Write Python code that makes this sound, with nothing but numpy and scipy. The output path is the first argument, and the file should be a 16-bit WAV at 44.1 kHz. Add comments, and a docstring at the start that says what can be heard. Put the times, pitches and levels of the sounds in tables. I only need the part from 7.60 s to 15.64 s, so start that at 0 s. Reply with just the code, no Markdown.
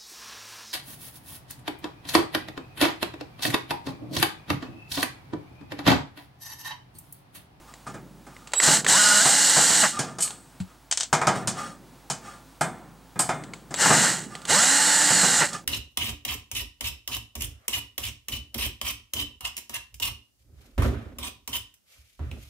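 """In a quiet humming room, close to the microphone, a cordless drill backs screws out of a sheet-metal cover.
Each of four runs has a trigger click, twice a thin whistle, then gear noise and mesh tones that follow
a modelled motor speed; the first screw binds and squeals.
Around the runs, shaped noise and damped modes make knocks, small ticks, chinks, ratchet cracks and a soft
bump; swelling noise makes metal slides, and the cover's resonances boom."""
import sys
import numpy as np
from scipy import signal
from scipy.fft import rfft, irfft, next_fast_len
from scipy.io import wavfile
from scipy.ndimage import map_coordinates

SR = 44100
rng = np.random.default_rng(int(sys.argv[2]) if len(sys.argv) > 2 else 0)


def generate_wav(sig):
    """Save sig (samples, or channels by samples) to the path in sys.argv[1] as 16-bit PCM at SR."""
    pcm = np.round(np.clip(np.atleast_2d(sig).T, -1, 1) * 32767).astype(np.int16)
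    wavfile.write(sys.argv[1], SR, pcm)


N = 354740  # samples
TIME = np.arange(N) / SR  # seconds


def amp(db):
    """Decibels to gain."""
    return 10 ** (np.asarray(db) / 20)


def unit(x):
    """x at rms 1."""
    return x / np.sqrt(np.mean(x ** 2) + 1e-20)


def along(points, hz):
    """(f/Hz, value) points read on a log frequency axis."""
    f, value = np.transpose(points)
    return np.interp(np.log(hz + 1), np.log(f + 1), value)


def wobble(rate):
    """A smooth random curve with this many knots a second."""
    knots = rng.standard_normal(int(N * rate / SR) + 4)
    return map_coordinates(knots, [np.arange(N) * rate / SR])


def filtered(x, response):
    """x times a response of frequency, padded so the end does not wrap round."""
    n = x.shape[-1]
    padded = next_fast_len(n + 8192)
    spectrum = rfft(x, padded) * response(np.fft.rfftfreq(padded, 1 / SR))
    return irfft(spectrum, padded)[..., :n]


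def coloured(x, spectrum):
    """x shaped by a spectrum, at rms 1."""
    return unit(filtered(x, lambda hz: amp(along(spectrum, hz))))


def noise(spectrum, size=N):
    """Noise of rms 1 with a spectrum."""
    return coloured(rng.standard_normal(size), spectrum)


def swell(start, peak, end):
    """A rounded rise and fall between three times."""
    return np.interp(TIME, [start, peak, end], [0, 1, 0]) ** 2.16


def fade(t, t60):
    """Exponential decay that falls 60 dB in t60 seconds."""
    return amp(-60 * t / t60)


def bell(hz, centre, width):
    """A resonance peak of height 1."""
    return 1 / (1 + (2 * (hz - centre) / width) ** 2)


def add(track, s, sound):
    """Mix a sound into the track at time s."""
    part = track[max(round(s * SR), 0):][:len(sound)]
    part += sound[:len(part)]


def ring(modes, t):
    """Damped modes with new strengths and phases at each blow, starting at about rms 1."""
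    hz, db, t60 = np.transpose(modes)[:, :, None]
    gain = amp(db + rng.normal(0, 3, hz.shape))
    waves = np.sin(2 * np.pi * (hz * t + rng.random(hz.shape))) * fade(t, np.clip(t60, .03, 1.2))
    return np.sqrt(2) * np.sum(gain * waves, axis=0) / np.linalg.norm(gain)


def echoes(x, t60):
    """A dense, short answer of nearby metal, about as loud as x."""
    t = np.arange(SR // 8) / SR
    tail = rng.standard_normal(len(t)) * fade(t, t60)
    return signal.fftconvolve(x, tail / np.linalg.norm(tail))[:N]


# resonances of the cover: (f/Hz, width/Hz, level/dB)
COVER_MODES = [(139.6, 146, 5.5), (415, 6.5, 3), (730, 750, 2), (1200, 35, 0.5), (1362, 24.7, 6.5),
               (1742, 12, 6.5), (2190, 24, -26), (2470, 26, -0.5)]


def through_cover(x, plain_db):
    """The cover's band-pass resonances on top of a flat response, at rms 1."""
    def response(f):
        modes = sum(amp(db) * 1j * f * width / (centre ** 2 - f ** 2 + 1j * f * width)
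                    for centre, width, db in COVER_MODES)
        return modes + amp(plain_db)
    return unit(filtered(x, response))


# spectrum of the room's air: (f/Hz, relative level/dB per Hz)
AIR_SPECTRUM = [(15, -42), (25, -23), (137, 3.5), (206, -6), (263, 2), (416, -9.5), (503, -8), (575, -8),
                (818, -5), (887, -6), (1020, -7), (2110, -15.5), (3720, -17), (9840, -20.5), (16000, -27.5)]
# steady tones of the room, before panning: (f/Hz, level/dB)
HUM_TONES = [(54.8, -59), (501, -73.5), (888, -69.5), (15735, -72)]


def room():
    """Soft air noise, partly different in each channel, and steady tones that are stronger on the right."""
    hum = sum(amp(db) * unit(np.sin(2 * np.pi * hz * TIME + .2 * wobble(8.2))) for hz, db in HUM_TONES)
    wide = np.array([noise(AIR_SPECTRUM), noise(AIR_SPECTRUM)])
    air = noise(AIR_SPECTRUM) + amp(-13) * wide
    return amp(-54 + 1.8 * wobble(3.91)) * air + hum * amp([[-4], [2.5]])


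DUCK_DB, DUCK_S = -22.5, 0.7  # level where the room starts to sink; time constant of the level detector


def ducking(x):
    """Gain control: the room's gain sinks while x is loud and recovers slowly."""
    step = 1 / (DUCK_S * SR)
    power = signal.lfilter([step], [1, step - 1], x ** 2)
    return 1 / np.sqrt(1 + power / amp(DUCK_DB) ** 2)


# strokes of bit and fingers over metal: (start t/s, peak t/s, end t/s, level/dB)
SLIDE_STROKES = [(0.06, 0.087, 0.18, -49), (0.256, 0.276, 0.39, -39.5), (.66, 0.702, 1.8, -54.5),
                 (2.29, 2.361, 2.68, -33), (2.6, 2.65, 2.9, -45), (3.02, 3.102, 3.22, -55),
                 (3.716, 3.761, 3.89, -30.5), (3.907, 3.992, 4.233, -31.5), (4.6, 4.666, 4.88, -39),
                 (6.666, 6.723, 7.05, -42), (7.87, 7.947, 8.05, -31.5)]
# spectrum of the sliding: (f/Hz, relative level/dB per Hz)
SLIDE_SPECTRUM = [(59, -36), (100, -17.5), (172, -6), (582, -17), (831, -9.5), (1020, -20), (1160, -10),
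                  (2580, -17.5), (7200, -10.5), (8700, -7.5), (10100, -23), (15000, -31)]


def slides():
    """Metal slides over metal in fine uneven catches, which make it ring."""
    stroke = sum(amp(db) * swell(start, peak, end) for start, peak, end, db in SLIDE_STROKES)
    catches = noise(SLIDE_SPECTRUM) * amp(1.9 * wobble(180))
    ringing = echoes(catches, t60=.08)
    return stroke * through_cover(0.33 * catches + ringing, plain_db=-12.5)


# dry clicks of trigger and switch, and two small ticks of the loosened screw (near 2.7 s):
# (t/s, relative level/dB, snap tone's relative level/dB)
CLICK_EVENTS = [(0.1384, -28, -6), (0.7657, -34, 6), (0.8728, -22.5, -10), (0.919, -25.5, -16),
                (0.935, -3.5, -6.5), (1.0007, -4.5, 3), (1.2457, -8, -22), (1.265, -4.5, 4),
                (2.6757, -18.5, -24), (2.7058, -20, -24), (5.837, -24.5, -5), (5.9356, -20, 0.5),
                (6.141, -7, -18), (6.7521, -18, -4), (6.8176, -27, -6), (6.8524, -13.5, -22)]
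# spectrum of the dry crack: (f/Hz, relative level/dB per Hz)
CRACK_SPECTRUM = [(240, -36), (400, 2), (1390, 1.5), (1910, -3), (3100, 0.5), (4740, -1.5), (5430, -9),
                  (7810, 2), (11600, -22.5), (15000, -30)]


def clicks():
    """Small parts snap or tick drily: a noise crack with a faint tail and a very short tone."""
    out, t = np.zeros(N), np.arange(SR // 10) / SR
    for s, db, snap_db in CLICK_EVENTS:
        crack = noise(CRACK_SPECTRUM, size=len(t)) * (fade(t, 0.023) + amp(-17.5) * fade(t, 0.42))
        snap_hz = 1950 * rng.normal(1, 0.06)
        snap = amp(snap_db + 9) * np.sin(2 * np.pi * snap_hz * t) * fade(t, 0.01)
        onset = 1 - fade(t, 0.0025)
        add(out, s, amp(db - 12) * (crack + snap) * onset)
    return out


# knocks of bit, screw and hand on the cover, all levels relative:
# (t/s, strength level/dB, hardness level/dB of steel, weight level/dB of boom)
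KNOCK_EVENTS = [(0.266, -36.5, -2.5, -1), (0.3412, -38, -2.5, 4), (0.6653, -44.5, 0, -3),
                (1.0759, -21, 4, -3), (1.6545, -20.5, 3, -14), (1.965, -18, 1, -11.5),
                (2.1002, -26.5, -11, -6), (2.39, -24.5, 10, -6), (2.585, -34, 10, -18),
                (3.5277, -14.5, 3.5, -12), (3.6143, -19, -5, -22), (3.6697, -13, -0.5, -9.5),
                (3.873, -27.5, 14.5, -3.5), (4.4997, -29, 12.5, -9.5), (5.01, -19, -3, -11),
                (5.5577, -37, -11, 1), (5.5927, -23.5, -12, -9.5), (5.6906, -20, -3, -8.5),
                (6.1069, -36.5, 2, 1), (6.2575, -20, 1, -3.5), (6.3041, -14.5, -6, -5.5),
                (7.5001, -23.5, 6, -4), (7.6304, -24, 11.5, -3), (7.9297, -48, 24, 7.5)]
# spectrum of the steel tick: (f/Hz, relative level/dB per Hz)
TICK_SPECTRUM = [(1470, -32), (2500, -6), (2710, -13), (2970, -7.5), (3880, -7.5), (5130, -3), (6120, -2.5),
                 (7260, -0.5), (9000, -19.5), (11700, -34.5), (19800, -120)]
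# spectrum of the bright steel ping: (f/Hz, relative level/dB per Hz)
PING_SPECTRUM = [(5000, -36.5), (7300, -3), (8400, 6), (9300, -7.5), (10300, -8.5), (13000, -20.5),
                 (16000, -35)]
# spectrum of the sheet's clang: (f/Hz, relative level/dB per Hz)
CLANG_SPECTRUM = [(210, -30.5), (350, -4.5), (554, -9), (632, -1.5), (775, 1), (1090, -2), (1200, -2.5),
                  (1750, -5), (2350, -10), (2550, -15.5), (4000, -17.5), (5200, -52), (8800, -120)]
# spectrum of the cover's boom: (f/Hz, relative level/dB per Hz)
BOOM_SPECTRUM = [(35, -55.5), (60, -39.5), (100, -2.5), (129, 4.5), (162, 7), (383, -0.5), (450, -8),
                 (580, -4.5), (990, -120)]
# ring of bit and screw, before the overall fade: (f/Hz, relative level/dB, t60/s)
STEEL_MODES = [(3026, -0.5, 0.41), (4350, -6.5, 0.71), (4940, -0.5, 0.45), (5070, 3, 0.17), (6700, 4, 0.29),
               (7400, -3.5, 0.27), (7327, 4.5, 0.24), (7000, 1, 0.29), (7440, -16.5, 0.27),
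               (8800, -15.5, 0.29), (8550, -53, 0.32), (9240, 10, 0.19)]
# ring of the cover, before the overall fade: (f/Hz, relative level/dB, t60/s)
SHEET_MODES = [(142.8, 3, 0.2), (247, -10, 0.51), (475, -4, 0.82), (658, -3, 1), (742, -7, 1),
               (833, -8, 0.29), (1044, -21, 0.11), (1260, 5, 0.23), (1500, -19, 0.5), (1540, -1.5, 0.23),
               (1636, 1, 0.33), (1930, -20.5, 0.375), (2118, -5.5, 0.49), (2230, -13, 0.44),
               (2326, -24.5, 0.32), (2430, -6.5, 0.39), (2420, -13.5, 0.42), (2920, -20, 0.238),
               (3192, -13, 0.25), (3540, -16.5, 0.67)]


def knocks():
    """A knock is a steel tick and ping, a clang of the sheet and a slower boom of the whole cover."""
    out, t = np.zeros(N), np.arange(SR * 3 // 4) / SR
    for s, db, hard_db, weight_db in KNOCK_EVENTS:
        tick = noise(TICK_SPECTRUM, size=len(t)) * (fade(t, 0.18) + amp(-26) * fade(t, 0.75))
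        tick += .6 * ring(STEEL_MODES, t) * fade(t, .5)
        ping = noise(PING_SPECTRUM, size=len(t)) * (fade(t, 0.14) + amp(-20.5) * fade(t, 0.4))
        steel = amp(-11.5) * tick + amp(-14.5) * ping
        clang = through_cover(noise(CLANG_SPECTRUM, size=len(t)), plain_db=-1.5)
        clang *= fade(t, 0.2) + amp(-16) * fade(t, 0.97)
        clang += .75 * ring(SHEET_MODES, t) * fade(t, 1)
        boom = through_cover(noise(BOOM_SPECTRUM, size=len(t)), plain_db=8.5)
        boom *= (fade(t, 0.12) + amp(-9) * fade(t, 1.47)) * (1 - fade(t, 0.037))
        blow = amp(hard_db) * steel + amp(-3.5) * clang + amp(weight_db) * boom
        add(out, s, amp(db) * blow * (1 - fade(t, 0.0041)))
    return out


# swells of the speed controller's whistle: (start t/s, peak t/s, end t/s, level/dB)
WHISTLE_SWELLS = [(0.93, 0.983, 1.07, -19), (6.158, 6.161, 6.2, -30)]
# its harmonics: (f/Hz, relative level/dB)
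WHISTLE_HARMONICS = [(3872, -11.5), (7744, 6), (11616, -20)]


def whistle():
    """The switched current sings in the stalled windings: three harmonics with a slight time jitter."""
    t = TIME + 8e-6 * wobble(58.6)
    tone = sum(amp(db) * np.sin(2 * np.pi * hz * t) for hz, db in WHISTLE_HARMONICS)
    return unit(tone) * sum(amp(db) * swell(start, peak, end) for start, peak, end, db in WHISTLE_SWELLS)


# pulls of the trigger: (start t/s, attack t/s, release t/s, coasting t/s, trigger depth 0-1, then relative
# level/dB of gear rattle, housing growl, whine and brake jolt)
TRIGGER_PULLS = [(1.0, .035, 1.15, .095, .65, -18, -29, -37, -45),
                 (1.264, .024, 2.216, .17, 1, -18.6, -29.6, -32, -23.5),
                 (6.152, .066, 6.44, .25, .8, -21.2, -27, -38, -45),
                 (6.862, .044, 7.797, .15, 1, -21, -28.3, -27.5, -22.5)]
FULL_SPEED, SPIN_UP_S = 298, .103  # free-running motor (turns per second) and its time constant
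BIND_FROM_S, BIND_TO_S, BIND_LOSS = 1.39, 1.595, .31  # binding takes this share of the drive
EASE_FROM_S, EASE_PER_S = 7.55, .88  # the finger eases off: share of the speed lost per second


def motor():
    """Speed (turns per second) and torque (0-1): the motor lags the trigger, slows under load and coasts."""
    load = 1 - BIND_LOSS * ((TIME > BIND_FROM_S) & (TIME < BIND_TO_S))
    ease = 1 - EASE_PER_S * np.maximum(TIME - EASE_FROM_S, 0)
    step = 1 / (SPIN_UP_S * SR)
    speed, torque = np.zeros((2, N))
    for start, _, release, coast_s, depth, *_ in TRIGGER_PULLS:
        spin = signal.lfilter([step], [1, step - 1], (TIME >= start) * depth * load)
        turning = (TIME >= start) * np.clip(1 - (TIME - release) / coast_s, 0, 1) ** 2
        speed += FULL_SPEED * spin * ease * turning
        torque += (1 - spin) * turning
    return speed, torque


COAST_DB, COAST_SHAPE = 26, 1.67  # fall in level over the coasting time, slow at first
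JOLT_PEAK_S, JOLT_END_S = .024, .085  # the brake's jolt, counted from the release


def pull_gains():
    """Gains of rattle, growl, whine and brake jolt: each pull rises, holds and dies away."""
    rattle, growl, whine, jolt = np.zeros((4, N))
    for start, attack_s, release, coast_s, _, rattle_db, growl_db, whine_db, jolt_db in TRIGGER_PULLS:
        coasted = np.maximum(TIME - release, 0) / coast_s
        attack = np.clip((TIME - start) / attack_s, 0, 1) ** 2
        on = attack * amp(-COAST_DB * coasted ** COAST_SHAPE)
        rattle += on * amp(rattle_db)
        growl += on * amp(growl_db)
        whine += on * amp(whine_db)
        jolt += amp(jolt_db) * swell(release, release + JOLT_PEAK_S, release + JOLT_END_S)
    return rattle, growl, whine, jolt


def gear_chatter(speed, turns):
    """Teeth strike unevenly, 15 a turn, over rough noise and a repeating wear pattern, with short echoes."""
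    # hardest once a turn and at each of the three poles
    throb_db = 1.1 * np.sin(2 * np.pi * turns) + 1.4 * np.sin(2 * np.pi * 3 * turns) + .4 * wobble(70)
    teeth = np.diff(np.floor(15 * turns), prepend=0) * rng.standard_normal(N)
    chatter = amp(throb_db) * (unit(teeth) + 1.8 * rng.standard_normal(N))
    # worn teeth repeat their pattern every three turns: fine lines that follow the speed
    wear = map_coordinates(rng.standard_normal(450), [150 * turns % 450], mode="grid-wrap")
    chatter = unit(chatter) + .4 * wear * np.clip(speed / 200, 0, 1)
    return chatter + .35 * echoes(chatter, t60=.03)


# spectrum of the gear rattle, also tilts the whine: (f/Hz, relative level/dB per Hz)
GEAR_SPECTRUM = [(1180, -73), (2000, -20.5), (2620, -26), (2880, -5), (3740, -6), (4260, -5), (4610, -5.5),
                 (5070, -3), (5630, -5.5), (6940, 0.5), (8050, 1.5), (10300, -13.5), (12900, -22.5),
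                 (14500, -26), (16000, -37.5)]
# gearbox resonances: (f/Hz, width/Hz, level/dB)
GEARBOX_MODES = [(4200, 600, 5), (7200, 450, 8), (8050, 400, 3)]
# gear-mesh whine: (multiple of the motor speed, relative level/dB)
WHINE_ORDERS = [(10, -14), (12, -14), (15, -3), (17, -10), (21, -15), (23, -17), (24, -5), (27, -5),
                (29, -9), (30, -5), (33, -10), (39, -6)]


def mesh_whine(speed, turns):
    """Gear-mesh tones follow the motor and swell as they sweep through the gearbox's resonances."""
    whine = np.zeros(N)
    for order, db in WHINE_ORDERS:
        hz = order * speed
        lift_db = .8 * along(GEAR_SPECTRUM, np.maximum(hz, 2500))
        lift_db += sum(peak_db * bell(hz, centre, width) for centre, width, peak_db in GEARBOX_MODES)
        gain = amp(db + lift_db + 2 * wobble(10))
        whine += gain * np.sin(2 * np.pi * order * turns + .25 * wobble(120))
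    return whine


# torque ripple of the three-pole motor: (multiple of the motor speed, relative level/dB)
RIPPLE_ORDERS = [(1, -6), (3, 0), (5, -8), (6, -3)]
# how well the housing radiates it: (f/Hz, level/dB)
HOUSING_RADIATION = [(150, -6), (290, 0), (450, -7), (620, -2), (870, 3), (1200, 1), (1800, 0)]


def torque_ripple(speed, turns):
    """Low tones of the motor's uneven torque, radiated by the housing and weak at low speed."""
    ripple = np.zeros(N)
    for order, db in RIPPLE_ORDERS:
        gain = amp(db + along(HOUSING_RADIATION, order * speed) + 3 * wobble(25))
        ripple += gain * np.sin(2 * np.pi * order * turns + .4 * wobble(90))
    return ripple * np.clip(speed / 180, 0, 1) ** 2


# spectrum of the housing's growl: (f/Hz, relative level/dB per Hz)
HOUSING_SPECTRUM = [(47, -71), (80, -28), (184, -3.5), (230, -13), (279, -3), (359, -6.5), (405, -19),
                    (456, -2), (692, -5.5), (852, 4), (1000, -3.5), (1820, 5), (2380, -2.5), (2800, -3.5),
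                    (3640, -40.5), (6160, -120)]
RATTLE_DB, GROWL_DB = -2.99, -1.2  # trims of gears and housing
RATTLE_LOAD_DB, GROWL_LOAD_DB = 5.5, 7.5  # rise at full torque
RIPPLE_DB, RIPPLE_LOAD_DB = -9, 27  # ripple against the whine, and its rise at full torque


def drill():
    """Gear teeth rattle and whine at the motor's speed; the housing growls and shakes the cover."""
    speed, torque = motor()
    turns = np.cumsum(speed * (1 + .001 * wobble(45))) / SR
    rattle_gain, growl_gain, whine_gain, jolt_gain = pull_gains()
    rattle_gain = rattle_gain * amp(RATTLE_DB + RATTLE_LOAD_DB * torque)
    growl_gain = growl_gain * amp(GROWL_DB + GROWL_LOAD_DB * torque)
    chatter = gear_chatter(speed, turns)
    rattle = coloured(chatter, GEAR_SPECTRUM)
    growl = through_cover(coloured(chatter, HOUSING_SPECTRUM), plain_db=9)
    ripple = torque_ripple(speed, turns)
    ripple_gain = amp(RIPPLE_DB + RIPPLE_LOAD_DB * torque)
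    tones = whine_gain * (mesh_whine(speed, turns) + ripple_gain * ripple)
    housing = growl_gain * growl + jolt_gain * (growl + ripple)
    return rattle_gain * rattle + tones + housing


# chatter of the binding screw: (multiple of the motor speed, relative level/dB)
SQUEAL_PARTIALS = [(7, -3), (8, -9), (9, -5), (14, 0), (15, -3), (21, -1), (24, 1)]
SQUEAL_HZ, SQUEAL_WIDTH_HZ, SQUEAL_LIFT_DB = 1490, 250, 15.5  # resonance of the sheet round the hole
SQUEAL_EDGE_S = 0.14  # fades in before the screw binds and out for as long after


def squeal():
    """The binding thread sticks and slips in step with the motor, with a rough pitch, and rings the sheet."""
    speed, _ = motor()
    turns = np.cumsum(speed * (1 + .005 * wobble(150))) / SR
    inside_s = np.minimum(TIME - BIND_FROM_S, BIND_TO_S - TIME)
    on = np.clip(inside_s / SQUEAL_EDGE_S + 1, 0, 1)
    tones = np.zeros(N)
    for order, db in SQUEAL_PARTIALS:
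        lift_db = SQUEAL_LIFT_DB * bell(order * speed, SQUEAL_HZ, SQUEAL_WIDTH_HZ)
        tones += amp(db + lift_db + 4.2 * wobble(40.17)) * np.sin(2 * np.pi * order * turns)
    return on * amp(-35.5) * tones


# the bit skips on the screw head: (t/s, relative level/dB)
CHINK_EVENTS = [(2.604, -24.5), (2.6231, -19.5), (5.009, -28.5), (5.5915, -17.5)]


def chinks():
    """Steel on steel: bit and screw ping and ring brightly, without the sheet."""
    out, t = np.zeros(N), np.arange(SR // 2) / SR
    for s, db in CHINK_EVENTS:
        ping = noise(PING_SPECTRUM, size=len(t)) + amp(-8.5) * noise(TICK_SPECTRUM, size=len(t))
        ping *= fade(t, 0.19) + amp(-24.5) * fade(t, 0.72)
        ringing = amp(-8) * ring(STEEL_MODES, t) * fade(t, 0.67)
        add(out, s, amp(db) * (ping + ringing) * (1 - fade(t, 0.0051)))
    return out


# a soft bump of the hand on the drill: (t/s, level/dB)
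BUMP_EVENT = (3.002, -19.5)
# low modes it moves: (f/Hz, relative level/dB, t60/s)
BUMP_RING = [(92, -6, 0.13), (141, 2.5, 0.048), (185, -1.5, 0.12)]


def bump():
    """A padded blow moves only low modes, with a faint tick on top."""
    out, t = np.zeros(N), np.arange(SR // 4) / SR
    s, db = BUMP_EVENT
    thud = ring(BUMP_RING, t) * (1 - np.exp(-t / 0.006))
    tick = amp(-20) * noise(CRACK_SPECTRUM, size=len(t)) * fade(t, 0.098)
    add(out, s, amp(db) * (thud + tick))
    return out


# the chuck ratchets as the drill is lined up: (t/s, relative level/dB)
RATCHET_EVENTS = [(3.3131, -8), (3.3251, -8), (3.3737, -8), (3.4007, -14), (3.408, -9), (3.424, -21),
                  (3.4323, -13.5)]
# response of the chuck: (f/Hz, level/dB)
CHUCK_RESPONSE = [(150, -67), (250, -33), (748, -13), (1270, -18), (1430, -13.5), (2750, -14.5), (3100, -6),
                  (3500, -10), (8100, -5), (13300, -45), (15000, -66)]


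def ratchet():
    """The chuck's pawl drops with a sharp noise crack and a short steely tail."""
    out, t = np.zeros(N), np.arange(SR // 5) / SR
    decay = fade(t, 0.0049) + amp(-11.5) * fade(t, 0.044) + amp(-14.5) * fade(t, 0.16)
    for s, db in RATCHET_EVENTS:
        add(out, s, amp(db + 6) * rng.standard_normal(len(t)) * decay)
    return filtered(out, lambda hz: amp(along(CHUCK_RESPONSE, hz)))


# stereo width: (f/Hz, side against mid level/dB)
SIDE_WIDTH = [(60, 7), (150, -10), (500, -25), (1300, -16), (2500, -37), (6000, -13), (9000, -13.5),
              (12000, -46)]
# stereo balance: (t/s, left minus right level/dB)
BALANCE_CURVE = [(0, 0), (1.4, -1.5), (2.2, -2), (2.6, -0.3), (3.4, 1.5), (3.7, 0), (5.6, -0.3), (6.2, 1.5),
                 (6.6, -2.5), (8, -2.5)]


def scene():
    """Reflections from the nearby metal reach the two microphone ports differently; the room is ducked."""
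    mid = slides() + clicks() + knocks() + whistle() + drill() + squeal() + chinks() + bump() + ratchet()
    side = filtered(echoes(mid, t60=0.068), lambda hz: amp(along(SIDE_WIDTH, hz)))
    balance_db = np.interp(TIME, *np.transpose(BALANCE_CURVE))
    left = (mid + side) * amp(balance_db / 2)
    right = (mid - side) * amp(-balance_db / 2)
    return np.array([left, right]) + ducking(mid) * room()


TOP_HZ = 16100  # band limit


def record(dry):
    """The recorder rounds off the highest peaks and keeps nothing above its band limit."""
    rounded = dry / (1 + np.abs(dry / .62) ** 4) ** (1 / 4)
    return filtered(rounded, lambda hz: hz < TOP_HZ)


dry = scene()
out = record(dry)
generate_wav(out)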